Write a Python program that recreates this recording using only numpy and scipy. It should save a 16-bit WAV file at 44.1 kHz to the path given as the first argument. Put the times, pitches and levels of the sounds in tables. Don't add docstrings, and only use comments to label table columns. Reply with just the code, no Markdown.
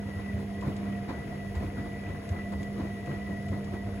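import sys
import numpy as np
from scipy import signal
from scipy.fft import rfft, irfft
from scipy.io import wavfile

SR = 44100
rng = np.random.default_rng(int(sys.argv[2]) if len(sys.argv) > 2 else 0)


def generate_wav(signal):
    frames = np.transpose(np.atleast_2d(signal))
    scaled = np.clip(frames, -1, 1) * 32767
    pcm = np.round(scaled).astype(np.int16)
    wavfile.write(sys.argv[1], SR, pcm)


N = 176400
T = np.arange(N) / SR
HZ = np.fft.rfftfreq(N, 1 / SR)

# frequency in Hz, relative level in dB.
RUMBLE_SPECTRUM = [(20, -54), (35, -7), (68, -2), (84, 0), (110, -2), (145, -12), (185, -9), (260, -53)]
SPLASH_SPECTRUM = [(250, -4), (550, 5), (1000, 6), (1400, -1.5), (2000, -1.5), (2800, -15.5), (4000, -7.5),
                   (8000, -28), (14000, -65)]


def amp(db):
    return 10 ** (np.asarray(db) / 20)


def unit(x):
    return x / np.sqrt(np.mean(x ** 2) + 1e-20)


def curve(points):
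    hz, value = np.transpose(points)
    return np.interp(np.log(HZ + 1), np.log(hz), value)


def resonance(hz, width_hz):
    return 1 / (1 + ((HZ - hz) / width_hz * 2) ** 2)


def pan(db):
    return amp(np.array([[.5], [-.5]]) * db)


def drift(rate_hz):
    return unit(irfft(rfft(rng.standard_normal(N)) * (HZ > 0) / (1 + (HZ / rate_hz) ** 4), N))


def noise():
    return rng.standard_normal((2, N))


def stereo(pair, gain):
    # frequency in Hz, coherence from 0 to 1.
    likeness = [(70, .995), (130, .93), (250, .92), (450, .7), (700, .49), (1200, .15), (2000, .4),
                (3000, .1), (7000, .97)]
    # frequency in Hz, left minus right in dB.
    balance = [(60, -1.4), (450, 0), (600, 3), (2500, 3), (7000, 0)]
    left, other = rfft(pair)
    coherence = np.clip(curve(likeness), 0, 1)
    phase_shift = np.exp(2j * np.pi * .000222 * np.maximum(HZ - 2400, 0))
    right = (coherence * left + np.sqrt(1 - coherence ** 2) * other) * phase_shift
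    return unit(irfft(np.array([left, right]) * gain * pan(curve(balance)), N))


def shaped_noise(spectrum):
    return stereo(noise(), amp(curve(spectrum)))


def swell(start, rise, length, t60):
    t = T - start
    return np.clip(t / rise, 0, 1) * np.exp(-np.log(1000) * np.maximum(t - length, 0) / t60)


def mains_hum():
    # multiple of the mains, rms level in dB, left minus right in dB.
    partials = [(2, -47, 0.5), (4, -39.5, -2.5), (6, -59.5, -3), (8, -57.5, -5.5), (14, -57.5, -3)]
    mains_hz, waver_db, waver_rad = 49.965, 2.5, .28
    out = 0
    for multiple, db, side_db in partials:
        peak = np.sqrt(2) * amp(db + waver_db * drift(2.3))
        phase = 2 * np.pi * (multiple * mains_hz * T + rng.random()) + waver_rad * drift(2.1)
        out += peak * pan(side_db) * np.sin(phase)
    return out


def motor_whine():
    # time in seconds, whine pitch in Hz.
    pitches = [(0, 1980), (.14, 1942), (.25, 1973), (.49, 1914), (.62, 1978), (.7, 1976), (.8, 1950),
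               (.96, 1925), (1.2, 1975), (1.29, 1938), (1.38, 1964), (1.58, 1950), (1.79, 1953),
               (1.86, 1977), (1.94, 1957), (2.32, 1984), (2.76, 1953), (3.14, 1945), (3.27, 1980),
               (3.33, 1936), (3.5, 1974), (3.7, 1930), (3.88, 1976), (4, 1940)]
    # time in seconds, level in dB relative to base_db.
    levels = [(.04, -3.5), (.12, 1), (.25, -3.5), (.3, 5.5), (.49, -14.5), (.6, 3), (.8, -19), (.95, 6.5),
              (1.04, -8.5), (1.18, 3), (1.27, -5), (1.38, 0.5), (1.61, -3), (1.67, -4.5), (1.79, -1),
              (2.08, 1.5), (2.28, -7), (2.41, 4.5), (2.53, -2.5), (2.6, 3.5), (2.82, -6.5), (2.96, -1.5),
              (3.36, 2.5), (3.69, -7), (3.79, -1), (4, -10)]
    base_db, flutter_hz = -50.8, 42
    shared, left, right = ((drift(flutter_hz) + 1j * drift(flutter_hz)) / np.sqrt(2) for _ in range(3))
    reflections = .6 * (shared + .5 * np.array([left, right]))
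    direct = np.exp(2j * np.pi * np.cumsum(np.interp(T, *np.transpose(pitches))) / SR)
    whine = (direct * (1 + reflections)).real
    panel_band = 1 / (1 + ((HZ - 1974) / 100 * 2) ** 6)
    panel_mode = .7 / (1 + 2j * (HZ - 1942) / 8)
    radiated = unit(irfft(rfft(whine) * (panel_band + panel_mode), N))
    return amp(base_db + np.interp(T, *np.transpose(levels))) * radiated * pan(db=2)


def drum_rumble():
    # frequency in Hz, width in Hz, level in dB.
    cabinet_modes = [(144.2, 18, -49.5), (239.4, 8, -57), (464.5, 22, -54), (597, 16, -62),
                     (678.3, 32, -53.5), (705.6, 20, -55.5), (1968, 93, -58.5), (2125, 29, -65)]
    out = amp(-42 + drift(5)) * shaped_noise(RUMBLE_SPECTRUM)
    for hz, width_hz, db in cabinet_modes:
        out += amp(db) * stereo(noise(), resonance(hz, width_hz))
    return out


def faint_hiss():
    # frequency in Hz, relative level in dB.
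    hiss_spectrum = [(1000, -21), (3000, 8.5), (5700, 4.5), (7700, -3.5), (9500, -6.5), (9900, 9),
                     (12000, -7), (15500, -22)]
    return amp(-61 + .5 * drift(14)) * shaped_noise(hiss_spectrum)


def bubbles(low_hz, high_hz, share):
    per_second, pitch_count, cycles, spread_db = 450, 24, 28, 2.5
    swarm = np.zeros((2, N))
    for hz in np.geomspace(low_hz, high_hz, pitch_count):
        age = np.arange(0, 1, hz / (cycles * SR))
        ring = np.sin(2 * np.pi * cycles * age * (1 + .1 * age)) * np.exp(-6 * age) * hz
        strengths = amp(spread_db * np.minimum(rng.exponential(1, (2, 1500)), 4))
        onsets = rng.integers(0, N, strengths.shape)
        chance = per_second * N / SR / pitch_count / strengths.shape[1]
        strengths *= rng.random(strengths.shape) < chance
        impulses = np.array([np.bincount(at, size, N) for at, size in zip(onsets, strengths)])
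        swarm += signal.oaconvolve(impulses, ring[None], axes=1)[:, :N]
    band_fraction = (high_hz - low_hz) / (SR / 2)
    return np.sqrt(share * band_fraction) * unit(swarm) + np.sqrt(1 - share) * noise()


def churn():
    # frequency in Hz, relative level in dB.
    wash_spectrum = [(100, 2), (280, 4.5), (420, -1.5), (640, -4.5), (800, -10), (1050, -10), (1300, -13.5),
                     (1700, -13), (2200, -14), (2800, -18), (4000, -31), (8000, -52)]
    return amp(-45 + drift(3.3)) * stereo(bubbles(252.5, 3690, share=.5), amp(curve(wash_spectrum)))


def sloshes():
    # start and length in seconds, gulp level and splash level in dB.
    falls = [(0.073, 0.023, -44.5, -51), (0.183, 0.018, -43, -48.5), (0.362, 0.067, -39, -52),
             (0.613, 0.044, -43, -50), (0.65, 0.055, -32.5, -46.5), (0.761, 0.153, -44, -53.5),
             (1.077, 0.025, -37.5, -39), (1.124, 0.056, -41, -51.5), (1.309, 0.045, -45, -51.5),
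             (1.543, 0.023, -49, -45), (1.593, 0.054, -35, -48.5), (1.765, 0.05, -38.5, -49.5),
             (1.839, 0.03, -38, -50.5), (2.07, 0.027, -38.5, -48), (2.311, 0.079, -41, -50.5),
             (2.512, 0.027, -39.5, -47), (2.589, 0.035, -38, -54), (2.77, 0.094, -37.5, -47.5),
             (3.062, 0.077, -36, -47.5), (3.28, 0.054, -38, -54), (3.507, 0.072, -37.5, -50),
             (3.715, 0.04, -37, -48), (3.857, 0.03, -39, -50)]
    # frequency in Hz, relative level in dB.
    gulp_spectrum = [(60, 3.5), (130, 5), (250, 3), (340, 2.5), (450, -6.5), (650, -7), (900, -49),
                     (2000, -45)]
    gulp_power = splash_power = 0
    for start, length, gulp_db, splash_db in falls:
        gulp_power += (amp(gulp_db) * swell(start, rise=.014, length=length, t60=.18)) ** 2
        splash_power += (amp(splash_db) * swell(start, rise=.014, length=length, t60=.2)) ** 2
    gulp = shaped_noise(gulp_spectrum)
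    splash = stereo(bubbles(427.6, 3070, share=.7), amp(curve(SPLASH_SPECTRUM)))
    return np.sqrt(gulp_power) * gulp + np.sqrt(splash_power) * splash


def thuds():
    # start in seconds, level in dB, pitch in Hz.
    landings = [(0.153, -27, 92), (0.329, -27, 87), (.664, -32.5, 131), (1.557, -23.5, 84),
                (1.647, -25.5, 95), (2.303, -23, 88.2), (2.544, -27, 84), (2.816, -31.5, 90),
                (3.077, -30, 137), (3.491, -28, 94)]
    cloth = amp(-11) * shaped_noise(RUMBLE_SPECTRUM)
    out = 0
    for start, db, hz in landings:
        boom = np.sin(2 * np.pi * hz * (T - start))
        out += amp(db) * swell(start, rise=.011, length=.011, t60=.18) * (boom + cloth)
    return out


def button_ticks():
    # start in seconds, level in dB.
    taps = [(.609, -52.5), (0.764, -50.5), (1.552, -51.5), (2.2896, -48.5), (2.5215, -57), (2.629, -50),
            (3.058, -54), (3.484, -53), (3.6431, -53.5)]
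    # frequency in Hz, relative level in dB.
    tap_spectrum = [(800, -20), (2500, 9), (6000, -1), (7300, 2), (11000, -12), (16000, -34)]
    envelope = sum(amp(db) * swell(start, rise=.00093, length=.0033, t60=.04) for start, db in taps)
    return envelope * shaped_noise(tap_spectrum)


def plops():
    # start in seconds, pitch in Hz, level in dB.
    pockets = [(0.622, 1020, -38), (2.521, 1030, -46.5)]
    out = 0
    for start, hz, db in pockets:
        hollow = stereo(noise(), resonance(hz, width_hz=170))
        out += amp(db) * swell(start, rise=.0049, length=.0046, t60=.1) * hollow
    return out


def slaps():
    # start in seconds, level in dB, initial pitch in Hz.
    cloth_hits = [(.678, -26.5, 246), (1.101, -30, 287), (1.776, -26.5, 250), (2.798, -26, 280.7),
                  (3.106, -35, 259), (3.529, -27, 240), (3.737, -29, 316)]
    glide_per_s = 1.5
    spray = amp(-20.5) * shaped_noise(SPLASH_SPECTRUM)
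    out = 0
    for start, db, hz in cloth_hits:
        t = T - start
        ring = np.sin(2 * np.pi * hz * t * (1 + .5 * glide_per_s * t))
        ring *= swell(start, rise=.003, length=.003, t60=.048)
        out += amp(db) * (ring + spray * swell(start, rise=.003, length=.003, t60=.05))
    return out


def cabinet_transmission():
    depth_db, spacing_hz, corner_hz = 3.4, 36, 2500
    bumps = rng.standard_normal(2000)
    ripple = np.interp(HZ / spacing_hz, np.arange(len(bumps)), bumps)
    return amp(depth_db * ripple * HZ / (HZ + corner_hz))


def scene():
    inside = faint_hiss() + drum_rumble() + churn() + sloshes()
    inside += plops() + slaps() + thuds() + button_ticks()
    return mains_hum() + motor_whine() + irfft(rfft(inside) * cabinet_transmission(), N)


def record(dry):
    low_hz, high_hz = 51, 15800
    highpassed = signal.sosfilt(signal.butter(3, low_hz, "highpass", fs=SR, output="sos"), dry)
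    lowpass_taps = signal.firwin(511, high_hz, window=("kaiser", 9), fs=SR)
    return signal.oaconvolve(highpassed, lowpass_taps[None], "same")


dry = scene()
out = record(dry)
generate_wav(out)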